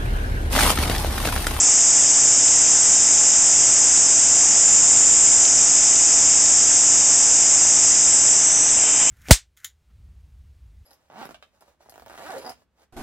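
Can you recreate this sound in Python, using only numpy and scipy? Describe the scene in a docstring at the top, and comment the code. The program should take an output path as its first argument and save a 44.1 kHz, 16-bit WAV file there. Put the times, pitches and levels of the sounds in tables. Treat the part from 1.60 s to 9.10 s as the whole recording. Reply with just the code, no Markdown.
"""Hole saw behind a failing microphone

A failing microphone's shrill, saturating hiss buries nearly everything. Reflections shift its colour
as a spray bottle is held to the cut and a hole saw comes down on a steel plate. At the very end the
drill whines up and the teeth scrape. Underneath lie a few ticks, an electrical buzz and a noise floor."""
import sys
import numpy as np
from scipy import signal
from scipy.fft import rfft, irfft
from scipy.io import wavfile
from scipy.ndimage import uniform_filter1d

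SR = 44100
rng = np.random.default_rng(int(sys.argv[2]) if len(sys.argv) > 2 else 0)


def put_to_file(sound):
    """Save the sound as 16-bit audio at rate SR, in the file named by the first command-line argument."""
    columns = np.atleast_2d(sound).T  # one column per channel
    safe = np.clip(columns, -1, 1)
    whole_steps = np.round(safe * 32767)
    wavfile.write(sys.argv[1], SR, whole_steps.astype(np.int16))


N = 330750
TIME, FREQ = np.arange(N) / SR, np.arange(N // 2 + 1) * SR / N


def from_db(db):
    """Decibels to gain."""
    return 10 ** (np.asarray(db) / 20)


def rms_one(x):
    """Scale to rms 1."""
    return x / np.sqrt(np.mean(np.abs(x) ** 2) + 1e-20)


def spectrum_db(points):
    """An EQ curve: points joined by lines over log frequency."""
    hz, db = np.transpose(points)
    return np.interp(np.log(FREQ + 1), np.log(hz), db)


def bells_db(bells):
    """An EQ curve of smooth peaks and dips, widths taken at half height."""
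    return sum(db * .5 ** ((2 * (FREQ - hz) / width) ** 2) for hz, width, db in bells)


def colour(x, db):
    """Apply an EQ curve."""
    return irfft(rfft(x) * from_db(db), N)


def resonate(x, hz, width):
    """A resonance with gain 1 at its peak."""
    r = np.exp(-np.pi * width / SR)
    feedback = [1, -2 * r * np.cos(2 * np.pi * hz / SR), r * r]
    return signal.lfilter(np.array([1, 0, -1]) * (1 - r * r) / 2, feedback, x + 1e-18)


def move(middle_s, length_s):
    """A linear ramp from 0 to 1."""
    return np.clip((TIME - middle_s) / length_s + .5, 0, 1)


def swell(peak_s, half_s):
    """A linear rise to 1 and fall back to 0."""
    return np.maximum(1 - np.abs(TIME - peak_s) / half_s, 0)


def microphone_hiss(level_db=-14, skirt_db=-20.0, ceiling_db=3.0, hardness=5.5, mirror_hz=8000):
    """The failing microphone drives noise in a broad resonance near 7 kHz against a ceiling."""
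    # the hiss's tone with nothing nearby: frequency_hz, gain_db
    hiss_tone = [(4230, -47), (4500, -26.5), (4720, -25.5), (5000, -15), (5420, -11), (5660, -12.5),
                 (6050, -7.5), (6950, -5), (7200, -1.5), (7580, -2.5), (8000, -10), (8420, -13.5),
                 (8780, -23), (9050, -63)]
    tone_db = spectrum_db(hiss_tone)
    # the microphone samples slowly, so the top of its band mirrors upwards and beats with its image
    noise = irfft(rfft(rng.standard_normal(N)) * (FREQ < mirror_hz), N)
    aliased = noise * (1 + 2 * np.cos(2 * np.pi * 2 * mirror_hz * TIME))
    core = colour(aliased, np.maximum(tone_db, skirt_db))
    colours, change_db = nearby_reflections()
    reflected = core + sum(share * (colour(core, bells_db(bells)) - core) for share, bells in colours)
    # the largest swings saturate, so the hiss is denser and flatter than free noise
    swing = rms_one(signal.hilbert(reflected))
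    saturated = swing.real / (1 + (np.abs(swing) / from_db(ceiling_db)) ** hardness) ** (1 / hardness)
    band = colour(saturated, np.minimum(tone_db - skirt_db, 0))
    levelled = band / np.sqrt(uniform_filter1d(band ** 2, size=12000))
    return from_db(level_db + change_db) * levelled


def nearby_reflections(bottle_db=1.0, sunk_db=-1.0, seated_db=-.5):
    """Bottle and saw reflect as they come close: EQ bells with their fades, and a level ride in dB."""
    # the bottle sweeps past the microphone: closest_s, colour_share (0-1)
    passes = [(2.87, 1.0), (3.89, 1.0), (4.56, .6)]
    # reflections off the passing bottle: centre_hz, width_hz, gain_db
    passing_eq = [(6150, 910, 2), (7500, 340, -2.5), (8400, 300, -3)]
    # off the bottle held at the cut: centre_hz, width_hz, gain_db
    bottle_eq = [(5400, 590, -1.5), (6170, 670, -2.5), (7180, 500, 3), (8820, 440, 4)]
    # off the saw above the plate: centre_hz, width_hz, gain_db
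    above_eq = [(4550, 300, -4), (6750, 330, -4), (7800, 550, 2)]
    # off the saw sunk towards the plate: centre_hz, width_hz, gain_db
    sunk_eq = [(5050, 500, -7.5), (5970, 350, 5), (7270, 450, -7), (8700, 320, -3.5)]
    # off the saw seated in the groove: centre_hz, width_hz, gain_db
    seated_eq = [(4550, 300, -4), (5400, 1000, -3.5), (6600, 700, -4), (7650, 300, 0)]
    passing = sum(share * swell(closest_s, half_s=.14) for closest_s, share in passes)
    bottle = move(middle_s=3.0, length_s=.11) - move(middle_s=3.83, length_s=.11)
    above = move(middle_s=6.43, length_s=.17)
    sunk = move(middle_s=6.82, length_s=.3)
    seated = move(middle_s=7.115, length_s=.04)
    colours = [(passing, passing_eq), (bottle, bottle_eq), (above * (1 - seated), above_eq),
               (sunk * (1 - seated), sunk_eq), (seated, seated_eq)]
    return colours, bottle_db * bottle + sunk_db * sunk + seated_db * seated


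def saw_teeth(level_db=-36.5, chips_per_s=2500, chip_spread_db=1.5):
    """The teeth break chips that ring the saw cup and plate: a steady scrape with harder bites."""
    # resonances of cup and plate: pitch_hz, width_hz, gain_db
    modes = [(935, 300, -7.5), (1950, 220, -6.5), (2330, 210, -2), (2580, 220, -2), (2800, 220, -2),
             (3600, 120, -11)]
    # the teeth bite harder: peak_s, level_db
    bites = [(7.18, -38), (7.278, -35), (7.417, -34), (7.487, -35)]
    chips = (rng.random(N) < chips_per_s / SR) * rng.choice([-1, 1], N)
    chips = chips * from_db(chip_spread_db * rng.standard_normal(N))
    scrape = sum((-1) ** k * from_db(db) * resonate(chips, hz, width)
                 for k, (hz, width, db) in enumerate(modes))
    contact = from_db(level_db) * move(middle_s=7.17, length_s=.03)
    biting = sum(from_db(db) * swell(peak_s, half_s=.025) for peak_s, db in bites)
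    return (contact + biting) * rms_one(scrape)


def drill_motor(start_s=7.18, spin_up_s=.014, whine_hz=3080, level_db=-39.0):
    """The whine climbs and grows with speed, sways once per turn of the saw and trembles under load."""
    turns_per_s, crest_s, sway_hz, jitter_hz = 8.0, 7.40, 38, 18.0
    upper_ratio, upper_db = 1.167, -13.0
    speed = 1 - np.exp(-np.maximum(TIME - start_s, 0) / spin_up_s)
    sway = sway_hz * np.cos(2 * np.pi * turns_per_s * (TIME - crest_s))
    tremble = jitter_hz * rms_one(uniform_filter1d(rng.standard_normal(N), size=200))
    phase = 2 * np.pi * np.cumsum(speed * (whine_hz + sway + tremble)) / SR
    whine = np.sin(phase) + from_db(upper_db) * np.sin(upper_ratio * phase)
    return np.sqrt(2) * from_db(level_db) * speed ** 3 * whine


def ticks(gain_db=34.0, lowpass_hz=6000):
    """Single sharp clicks, most of them near a half-second beat."""
    # the impulses behind the ticks: start_s, relative_level_db
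    hits = [(0.8826, -29), (2.3756, -32), (2.6638, -39), (3.3737, -32), (3.8525, -27), (4.3605, -32),
            (4.8606, -32), (6.3535, -34), (7.0922, -33)]
    clicks = np.zeros(N)
    for start_s, db in hits:
        clicks[round(start_s * SR)] = from_db(db + gain_db)
    dulled = signal.sosfilt(signal.butter(3, lowpass_hz, fs=SR, output="sos"), clicks)
    return resonate(dulled, hz=4200, width=5500)


def electrical_buzz(pitch_hz=56.354, scatter_rad=.42, rasp_db=-50.5, sharpness=8.0):
    """A steady train of electrical pulses, each with a short spit of noise."""
    # partials of the pulse train: harmonic_number, rms_level_db
    partials = [(1, -59.5), (2, -50), (3, -62), (5, -45), (6, -52.5), (8, -51), (9, -57.5), (11, -48.5),
                (12, -46.5), (13, -47), (14, -59.5), (15, -46.5), (16, -50), (17, -55.5), (26, -57.5)]
    phase = 2 * np.pi * pitch_hz * TIME
    hum = sum(from_db(db) * np.sqrt(2) * np.cos(round(k) * phase + scatter_rad * rng.standard_normal())
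              for k, db in partials)
    pulse = np.exp(sharpness * (np.cos(phase) - 1))
    rasp = resonate(pulse * rng.standard_normal(N), hz=700, width=600)
    return hum + from_db(rasp_db) * rms_one(rasp)


def noise_floor(level_db=-32.82):
    """A bed of nearly white noise that falls away just below the hiss's band."""
    # the bed's tone: frequency_hz, gain_db
    floor_tone = [(20, 1), (80, -.5), (300, -0.8), (1000, -0.5), (2700, 0.1), (3050, -0.5), (3300, -3),
                  (3600, -2), (3850, -4.5), (4070, -12), (4210, -23.5), (4600, -27)]
    return from_db(level_db) * rms_one(colour(rng.standard_normal(N), spectrum_db(floor_tone)))


def scene():
    """One microphone feeds both channels."""
    mono = microphone_hiss() + noise_floor() + electrical_buzz() + ticks() + drill_motor() + saw_teeth()
    return np.array([mono, mono])


def record(dry):
    """A steep low-pass cuts the top off the mix."""
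    cutoff_hz = 8950
    return signal.sosfilt(signal.ellip(12, .1, 100, cutoff_hz, fs=SR, output="sos"), dry)


dry = scene()
out = record(dry)
put_to_file(out)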